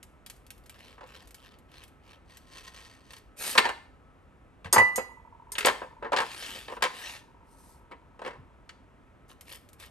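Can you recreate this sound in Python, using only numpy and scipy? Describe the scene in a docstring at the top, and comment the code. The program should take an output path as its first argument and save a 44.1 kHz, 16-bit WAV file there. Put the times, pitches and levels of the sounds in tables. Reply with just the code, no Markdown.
"""Close stereo take of a battered sausage on a cutting board, in a tiled kitchen with a faint appliance hum.
The crust crackles in short fractures as a skewer is twisted, then drawn out creaking under friction.
The sausage skids free, the fork hits the board, knife and fork are set down: knocks and ringing steel modes.
The cutlery rocks in soft falling blips, the sausage is dragged with a gritty scuff,
and at the end the knife saws through the crust in strokes of crumbling noise."""
import sys
import numpy as np
from scipy import signal
from scipy.fft import rfft, irfft, next_fast_len
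from scipy.io import wavfile
from scipy.ndimage import uniform_filter1d

SR = 44100
rng = np.random.default_rng(int(sys.argv[2]) if len(sys.argv) > 2 else 0)


def pcm_store(signal):
    """Save signal as 16-bit PCM."""
    levels = np.round(np.clip(np.atleast_2d(signal), -1, 1) * 32767)
    wavfile.write(sys.argv[1], SR, levels.astype(np.int16).T)


N = 436590
TIME = np.arange(N) / SR

# Resonances of the cutting board. Each row: centre in Hz, width in Hz, lift over the smooth colour in dB.
BOARD_RESONANCES = [(488, 120, 7), (652, 180, -2.5), (1036, 160, 7.5), (1787, 75, 10), (2850, 160, 2.5)]
# Colour of crumbling batter. Each row: frequency in Hz, relative power per Hz in dB.
CRUMBLE_COLOUR = [(150, -9), (450, 1.5), (1800, 2.5), (3000, 6.5), (5000, -1.5), (7000, -10), (12000, -8),
                  (16000, -27)]
# Colour of bright grit and steel ticks. Each row: frequency in Hz, relative power per Hz in dB.
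GRIT_COLOUR = [(1200, -17), (3000, -7.5), (5000, 0), (7000, -2.5), (9000, 5.5), (12000, 3), (16000, -15)]


def from_db(db):
    """Decibels to gain."""
    return 10 ** (np.asarray(db) / 20)


def unit(x):
    """Scale each channel to energy 1."""
    energy = np.sum(x ** 2, axis=-1, keepdims=True)
    return x / np.sqrt(energy + 1e-20)


def at_hz(points, hz):
    """Read a table of (Hz, value) on a log-frequency axis."""
    f, value = np.transpose(points)
    return np.interp(np.log(np.maximum(hz, 1)), np.log(f), value)


def dying(t60, seconds):
    """Exponential decay that falls 60 dB in t60 seconds."""
    return from_db(-60 * TIME[:int(seconds * SR)] / t60)


def add(track, s, sound):
    """Mix a sound in at time s."""
    start = max(int(s * SR), 0)
    track[..., start:start + sound.shape[-1]] += sound[..., :N - start]


def convolve(x, response):
    """Convolve along time, cut to the scene's length."""
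    return signal.oaconvolve(np.atleast_2d(x), np.atleast_2d(response), axes=-1)[:, :N]


def response_of(spectrum, modes=(), size=4096):
    """Causal (minimum-phase) impulse response of a smooth spectrum with resonances on it."""
    hz = np.fft.rfftfreq(size, 1 / SR)
    resonances_db = sum(lift / (1 + (2 * (hz - f) / width) ** 2) for f, width, lift in modes)
    db = at_hz(spectrum, hz) + resonances_db
    # folding the cepstrum onto positive times gives the minimum phase
    cepstrum = irfft(np.log(from_db(db)))
    cepstrum[1:size // 2] *= 2
    cepstrum[size // 2 + 1:] = 0
    return irfft(np.exp(rfft(cepstrum)))


def coloured(x, spectrum, modes=()):
    """Colour a white excitation, keeping its power."""
    return convolve(x, unit(response_of(spectrum, modes)))


def stereo_noise(size, side_db):
    """White noise, partly shared by both channels; side_db is the side level relative to the middle."""
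    mid, side = rng.standard_normal((2, size))
    side_gain = from_db(side_db)
    return (mid + side_gain * side * [[1], [-1]]) / np.hypot(1, side_gain)


def blows(times, levels_db, t60, spike, side_db, tint=0, swell_s=1 / SR):
    """Each contact is a spike and a dense shudder that builds and dies, tinted by a resonance of its own."""
    out, decay = np.zeros((2, N)), dying(t60, .2)
    envelope = decay * (1 - np.exp(-TIME[:len(decay)] / swell_s))
    for s, db in zip(times, levels_db):
        shudder = stereo_noise(len(envelope), side_db) * envelope
        shudder[:, 0] = spike
        own = signal.iirpeak(rng.uniform(2000, 12000), 2, fs=SR)
        tinted = shudder + tint * signal.lfilter(*own, shudder)
        add(out, s, from_db(db) * tinted)
    return out


def friction(per_s, spread_db, side_db):
    """Tiny fractures of uneven size at random moments, each a millisecond of fizz; rms near 1."""
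    happens = rng.random(N) < per_s / SR
    sizes = from_db(spread_db * np.minimum(rng.exponential(1, N), 4.5)) * happens
    fade = np.exp(-1 / (.0006 * SR))
    power = signal.lfilter([1], [1, -fade], sizes ** 2 + 1e-12)
    return np.sqrt(power / power.mean()) * stereo_noise(N, side_db)


def strokes(rows, column):
    """Gain over time: each stroke speeds up and slows down again, and catches unevenly on the way."""
    out = np.zeros(N)
    for row in rows:
        length = max(int((row[1] - row[0]) * SR), 2)
        add(out, row[0], from_db(row[column]) * signal.windows.hann(length) ** .7)
    catch_times = TIME[::SR // 30]
    grip_db = np.interp(TIME, catch_times, rng.normal(0, 1.3, len(catch_times)))
    return out * from_db(grip_db)


def patchy(x, patchy_db=2.0):
    """As the point of contact moves, narrow resonances swell and fade, each on its own."""
    spectra = signal.stft(x, nperseg=512)[2]
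    patches = rng.standard_normal(spectra.shape[1:])
    for _ in range(2):
        across_pitch = uniform_filter1d(patches, size=4, axis=0)
        patches = uniform_filter1d(across_pitch, size=10, axis=1)
    gain = from_db(patchy_db * patches / patches.std())
    return signal.istft(spectra * gain)[1][:, :N]


def appliance_hum():
    """The kitchen's steady background: wide noise with the resonances of an appliance hum."""
    # Each row: frequency in Hz, relative power per Hz in dB.
    room_tone = [(15, -31), (50, 0), (125, -10.5), (270, -14), (1250, -22.5), (2500, -30.5), (4700, -46.5),
                 (11500, -48), (14000, -66)]
    # Each row: centre in Hz, width in Hz, lift in dB.
    hum_modes = [(49.7, 3.7, 1), (265.2, 19, 4.5), (1300, 17, 14)]
    return from_db(-58.5) * coloured(stereo_noise(N, -10), room_tone, hum_modes)


def flakes():
    """Small random fractures under pressure, as rows of (s, dB)."""
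    # Pressure on the crust: steel pressing in, and in the third row the skewer's tip catching as it comes out.
    # Each row: start in seconds, end in seconds, flakes per second.
    pressing = [(0.2, 0.7, 12), (1.05, 1.95, 9), (3.051, 3.2, 25), (9.45, 9.85, 14)]
    largest_db, range_db = -52.5, 13.5
    per_s = sum(rate * ((TIME > start) & (TIME < end)) for start, end, rate in pressing)
    chance, smallness = rng.random((2, N))
    return np.column_stack([TIME, largest_db - range_db * smallness])[chance < per_s / SR]


def twists(count=5):
    """Evenly paced turns of the skewer, each shorter than the last, as rows of (start s, end s, dB)."""
    first_s, period_s, length_s, shrink, level_db = 0.6665, 0.3359, 0.34, 0.85, -57.5
    starts = first_s + period_s * np.arange(count)
    return [(s, s + length_s * shrink ** k, level_db) for k, s in enumerate(starts)]


def crust():
    """Fried batter crumbles in fine grains under skewer and knife, with a louder snap now and then."""
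    # The loudest snaps. Each row: time in seconds, level in dB.
    loud_snaps = [(0.0293, -47.5), (0.263, -43), (0.2996, -42), (0.5049, -43), (0.696, -44.5),
                  (1.3449, -46), (1.8374, -49.5), (2.371, -49), (9.41, -47.5), (9.7995, -49.5)]
    # Colour of a snap. Each row: frequency in Hz, relative power per Hz in dB.
    snap_colour = [(400, -11.5), (1400, -4), (2400, 1.5), (6000, -5), (12000, 1.5), (16000, -21)]
    # Knife strokes. Each row: start in seconds, end in seconds, level in dB.
    saw_strokes = [(9.275, 9.345, -59), (9.455, 9.6, -49.5), (9.78, 9.895, -53.5)]
    s, db = np.vstack([loud_snaps, flakes()]).T
    snaps = coloured(blows(s, db, t60=0.052, spike=7.0, side_db=-9.5, tint=0.3), snap_colour)
    sawing = strokes(saw_strokes, column=2)
    twisting = strokes(twists(), column=2)
    crumbs = (twisting + sawing) * friction(per_s=450, spread_db=3, side_db=-10)
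    # bright grit under the blade, 4 dB below its crumbling
    grit = from_db(-4) * sawing * friction(per_s=560, spread_db=3.5, side_db=-9.5)
    crumbling = coloured(crumbs, CRUMBLE_COLOUR, BOARD_RESONANCES) + coloured(grit, GRIT_COLOUR)
    return snaps + patchy(crumbling)


def contacts_of(landing, count=3):
    """One end touches, the other follows and bounces to rest; rows of (s, body dB, edge dB)."""
    bounce_shrink, bounce_loss_db = .85, 6  # each bounce comes sooner and weaker than the last
    dulling = 0.17  # dB of hard edge lost for each dB that a contact is weaker than the main blow
    s, lag, first_db, second_db, hard_db = landing
    bounce = np.arange(count)
    times = np.append(s, s + np.cumsum(lag * bounce_shrink ** bounce))
    body_db = np.append(first_db, second_db - bounce_loss_db * bounce)
    edge_db = body_db + hard_db - dulling * (body_db.max() - body_db)
    return np.column_stack([times, body_db, edge_db])


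def board():
    """Knocks sound the board's resonances under a bright edge; a few separate soft low bumps sound on the counter."""
    # Things landing one end first, and last a dry tick as the fork is lifted. Each row: time in seconds, lag of
    # the second end in seconds, first end in dB, second end in dB, hard edge over body in dB (the body is then
    # mixed 10 dB lower).
    landings = [(0.98, 0.028, -38.5, -33.5, -19.5), (3.552, 0.021, -15, -29.5, -16),
                (3.577, 0.002, -10, -7, -4), (3.644, 0.009, -20, -15, -12.5),
                (3.690, 0.0093, -18.5, -33, -11.5), (4.645, .012, -33.5, -34.5, -8),
                (4.729, 0.0091, -15, -11.5, -28), (4.761, 0.019, -4.5, -6, -31),
                (4.979, 0.014, -14.5, -30, -41), (5.553, 0.029, -35.5, -25, 4.5),
                (5.648, 0.019, -9, -6.5, -9.5), (5.817, .011, -22.5, -33, -45),
                (6.025, 0.021, -22, -20, -34), (6.12, 0.01, -13.5, -10, -20.5),
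                (6.163, 0.0073, -15.5, -16.5, -9), (6.185, 0.017, -14, -14.5, -11),
                (6.681, .018, -29, -30.5, -12), (6.721, 0.046, -25.5, -27, -21),
                (6.823, 0.015, -12.5, -14.5, -6.5), (7.912, 0.0055, -33.5, -31, -22),
                (8.192, 0.025, -34.5, -28.5, -18.5), (8.248, 0.014, -26, -22, -17.5),
                (8.276, 0.03, -25.5, -32, -18), (8.692, 0.0035, -55, -66, 15)]
    # Soft bumps on the counter. Each row: time in seconds, level in dB before a 5 dB cut.
    bumps = [(4.654, -36.5), (4.773, -29), (8.383, -42.5)]
    # Colours of the knock's body and edge. Each row: frequency in Hz, relative power per Hz in dB.
    body_colour = [(70, -22.5), (170, -11.5), (350, -2.5), (900, 4), (1700, -4.5), (2600, -12),
                   (9000, -53.5)]
    edge_colour = [(500, -28), (1500, 9.5), (2500, 7.5), (4200, 0.5), (6000, -9), (9000, -10),
                   (16000, -26.5)]
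    bump_colour = [(35, -20.5), (95, 4.0), (260, -10.0), (2000, -67.0)]  # likewise
    s, body_db, edge_db = np.vstack([contacts_of(landing) for landing in landings]).T
    knocks = blows(s, body_db - 10.0, t60=0.098, spike=2.2, side_db=-12.5, swell_s=0.0009)
    body = coloured(knocks, body_colour, BOARD_RESONANCES)
    hard_contacts = blows(s, edge_db, t60=.05, spike=2, side_db=-8, tint=.7, swell_s=.0006)
    edge = coloured(hard_contacts, edge_colour, BOARD_RESONANCES)
    s, bump_db = np.transpose(bumps)
    low_bumps = coloured(blows(s, bump_db - 5.0, t60=0.16, spike=4.4, side_db=-17.5), bump_colour)
    return patchy(body) + edge + low_bumps


def skewer():
    """The wooden skewer creaks through the batter, louder the harder it is pulled, and ticks where it catches."""
    # Force of the pull as it is drawn out. Each row: time in seconds, level of its rubbing in dB.
    pull = [(2.25, -84), (2.308, -59), (2.442, -69.5), (2.586, -49), (2.626, -59), (2.684, -48),
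            (2.712, -67), (2.746, -51.5), (3.038, -67.5), (3.188, -62.5), (3.26, -91.5)]
    # The tip catching on its way out. Each row: time in seconds, level in dB.
    tip_catches = [(3.106, -45), (3.134, -43.5), (3.166, -47.5)]
    # Creak of the wood. Each row: centre in Hz, width in Hz, lift in dB.
    wood_modes = [(1050, 96, 14), (1840, 170, 9.5), (4540, 370, 6), (6116, 600, 8), (8440, 2940, 7.5)]
    s, db = np.transpose(pull)
    pulling = (TIME > s[0]) & (TIME < s[-1])
    force = from_db(np.interp(TIME, s, db)) * pulling
    ticks = blows(*np.transpose(tip_catches), t60=.05, spike=2, side_db=-10)
    slips = force * friction(per_s=800, spread_db=2.2, side_db=-12.5)
    return coloured(slips + ticks, CRUMBLE_COLOUR, wood_modes)


def sliding():
    """Rough batter rubbing over the board gives fine grit and a shifting scuff in its upper resonances."""
    # Each row: start in seconds, end in seconds, scuff in dB, grit in dB.
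    slides = [(3.36, 3.6, -38, -37.5), (6.17, 6.71, -42.5, -52.5), (6.66, 6.81, -59.5, -65),
              (6.88, 7.23, -45.5, -54), (7.42, 7.85, -94.5, -65)]
    # Colour of the scuff. Each row: frequency in Hz, relative power per Hz in dB.
    scuff_colour = [(150, -11), (400, -1), (1400, -1.5), (2600, 3.5), (4000, -1), (16000, -22)]
    scuff = strokes(slides, column=2) * friction(per_s=1200, spread_db=2, side_db=-11)
    grit = strokes(slides, column=3) * friction(per_s=3500, spread_db=2, side_db=-7.5)
    return patchy(coloured(scuff, scuff_colour, BOARD_RESONANCES[-2:]) + coloured(grit, GRIT_COLOUR))


def cutlery(clinks, modes, low_edge_hz, tick_db, split=0.005):
    """Steel ticks and rings in its modes: a tap on the tip wakes the high ones, a flat landing the low ones."""
    times, tap_db, _ = np.transpose(clinks)
    out = coloured(blows(times, tap_db + tick_db, t60=0.085, spike=0.89, side_db=-9.0), GRIT_COLOUR)
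    for s, high_db, low_db in clinks:
        for hz, db, t60 in modes:
            decay = dying(t60, 0.87)
            t = TIME[:len(decay)]
            angle = 2 * np.pi * hz * t
            struck_db = low_db if hz < low_edge_hz else high_db
            strength = from_db(db + struck_db + rng.normal(0, 1.8, (2, 1)))
            phase = rng.uniform(0, 2 * np.pi) + rng.normal(0, 0.81, (2, 1))
            # contact with the board splits off a nearby, faster-dying mode that beats with the main one
            detune = 1 + rng.choice([-1, 1]) * rng.uniform(1, 2.2) * split
            twin = .5 * decay ** 2 * np.sin(angle * detune)
            # the loose steel chatters on the board, so the ring flutters
            touches = t[::SR // 70]
            flutter = from_db(np.interp(t, touches, rng.normal(0, 2.5, len(touches))))
            add(out, s, strength * flutter * (decay * np.sin(angle + phase) + twin))
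    return out


def fork():
    """The fork's clinks: bending modes below 6 kHz sound with flat landings, higher ones with taps."""
    # Each row: time in seconds, tap in dB (its tick is 3 dB up), lowest bending modes in dB.
    fork_clinks = [(3.580, -35, -26.5), (5.519, -38, -52), (5.584, -37, -48), (5.608, -50, -40.5),
                   (5.657, -28, -31), (6.823, -37, -54)]
    # Each row: mode in Hz, relative level in dB, t60 in seconds.
    fork_modes = [(415, -7, .3), (1020, 2, .08), (1355, -7, .26), (1730, -5, .22), (2091, 1, .36),
                  (2422, -10, .16), (3950, -13, .12), (4570, -13, .13), (5480, -18, .13), (6680, -10, .24),
                  (7960, -5, .08), (8963, 0, .08), (11170, -9, .1), (12240, -6, .07)]
    return cutlery(fork_clinks, fork_modes, low_edge_hz=6000, tick_db=3.0)


def knife():
    """The knife blade's clinks: bending modes below 3.2 kHz sound with flat landings, higher ones with taps."""
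    # Each row: time in seconds, tap in dB (its tick is 1.5 dB down), lowest bending modes in dB.
    knife_clinks = [(4.727, -16.5, -37), (4.781, -33, -21.5), (4.959, -30.5, -40.5)]
    # Each row: mode in Hz, relative level in dB, t60 in seconds.
    knife_modes = [(974, -1, .28), (1213, -9, .52), (1986, 5, .45), (2880, -17, .4), (3545, -18, .16),
                   (4118, -19, .33), (4803, -19, .24), (5790, -18, .29), (6145, -17, .24), (6476, -17, .22),
                   (6700, -4, .09), (7590, -9, .15), (8800, -4, .08), (10690, -4, .13), (10990, -11, .14),
                   (11880, -6, .11)]
    return cutlery(knife_clinks, knife_modes, low_edge_hz=3200, tick_db=-1.5)


def rocking(high_hz=1090, low_hz=850, glide_s=0.006, return_share=0.33, shrink=0.97):
    """Each swing rolls over the contact twice, a soft blip falling in pitch; the swings slowly quicken."""
    # Cutlery on its handle. 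Each row: start in seconds, end in seconds, first period in seconds,
    # level in dB, fade in dB per second.
    rocks = [(5.09, 6.027, .0802, -47, -2.5), (7.215, 9.25, .066, -54.5, -7.5)]
    out, t = np.zeros(N), TIME[:SR // 20]
    pitch = low_hz + (high_hz - low_hz) * np.exp(-t / glide_s)
    rise = t / .004
    swell = (rise * np.exp(1 - rise)) ** 2
    blip = np.sin(2 * np.pi * np.cumsum(pitch) / SR) * swell
    for start, end, period, db, fade_db in rocks:
        s = start
        while s < end:
            for lag in (0, return_share * period):
                add(out, s + lag, from_db(db + fade_db * (s - start) + rng.normal(0, 1)) * blip)
            s += period
            period = max(period * shrink, .04)
    return out


def kitchen(x, tiles_db=-9, tiles_t60=.065, tail_db=-12):
    """Quick reflections off the tiled counter, then a short tail; both are decaying noise."""
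    t = TIME[:SR]
    room_t60 = 0.42
    tiles = unit(stereo_noise(SR, -21.0) * dying(tiles_t60, 1) * (t > .002))
    tail = unit(stereo_noise(SR, -11.5) * dying(room_t60, 1) * (t > .008))
    return convolve(x, from_db(tiles_db) * tiles + from_db(tail_db) * tail)


def scene():
    """Everything on the board, heard in the kitchen over a faint hum."""
    # Side on which the hands work. Each row: time in seconds, left minus right in dB.
    work_side = [(3.8, -0.5), (4.7, 1), (5.1, -5.5), (5.5, 0.5)]
    side_db = np.interp(TIME, *np.transpose(work_side))
    side = from_db(side_db * [[1], [-1]] / 2)
    work = side * (crust() + board() + skewer() + sliding() + rocking())
    steel = fork() + knife()
    work_heard = work + kitchen(work)
    steel_heard = steel + kitchen(steel, tiles_db=-11.0, tail_db=-18.0)
    return work_heard + steel_heard + appliance_hum()


def record(dry):
    """Two microphone ports differ in phase and level and share treble notches; peaks are rounded, the top cut."""
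    # Each row: frequency in Hz, phase by which the left leads in radians.
    port_phase = [(100, 0.5), (2400, 1.18), (5500, 0.69), (7600, 1.14), (9200, -1), (11800, -6)]
    # Each row: frequency in Hz, left minus right in dB.
    port_balance = [(300, -0.5), (2000, 0.5), (5000, 3), (8500, 0)]
    # Response shared by both ports. Each row: frequency in Hz, gain in dB.
    microphone = [(9400, 1.5), (9900, 0.5), (10250, -27), (10700, 3), (12100, 0), (13300, -23),
                  (15500, -20)]
    cutoff_hz = 15900
    size = next_fast_len(N + SR // 10)
    hz = np.fft.rfftfreq(size, 1 / SR)
    # half of each difference goes to the left port, the inverse to the right
    port = from_db(at_hz(port_balance, hz) / 2) * np.exp(.5j * at_hz(port_phase, hz))
    heard = irfft(rfft(dry, size) * np.array([port, 1 / port]), size)[:, :N]
    heard = convolve(heard, response_of(microphone))
    rounded = heard / (1 + (heard / .85) ** 4) ** .25
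    top_cut = signal.ellip(10, .1, 80, cutoff_hz, fs=SR, output="sos")
    return signal.sosfilt(top_cut, rounded)


dry = scene()
out = record(dry)
pcm_store(out)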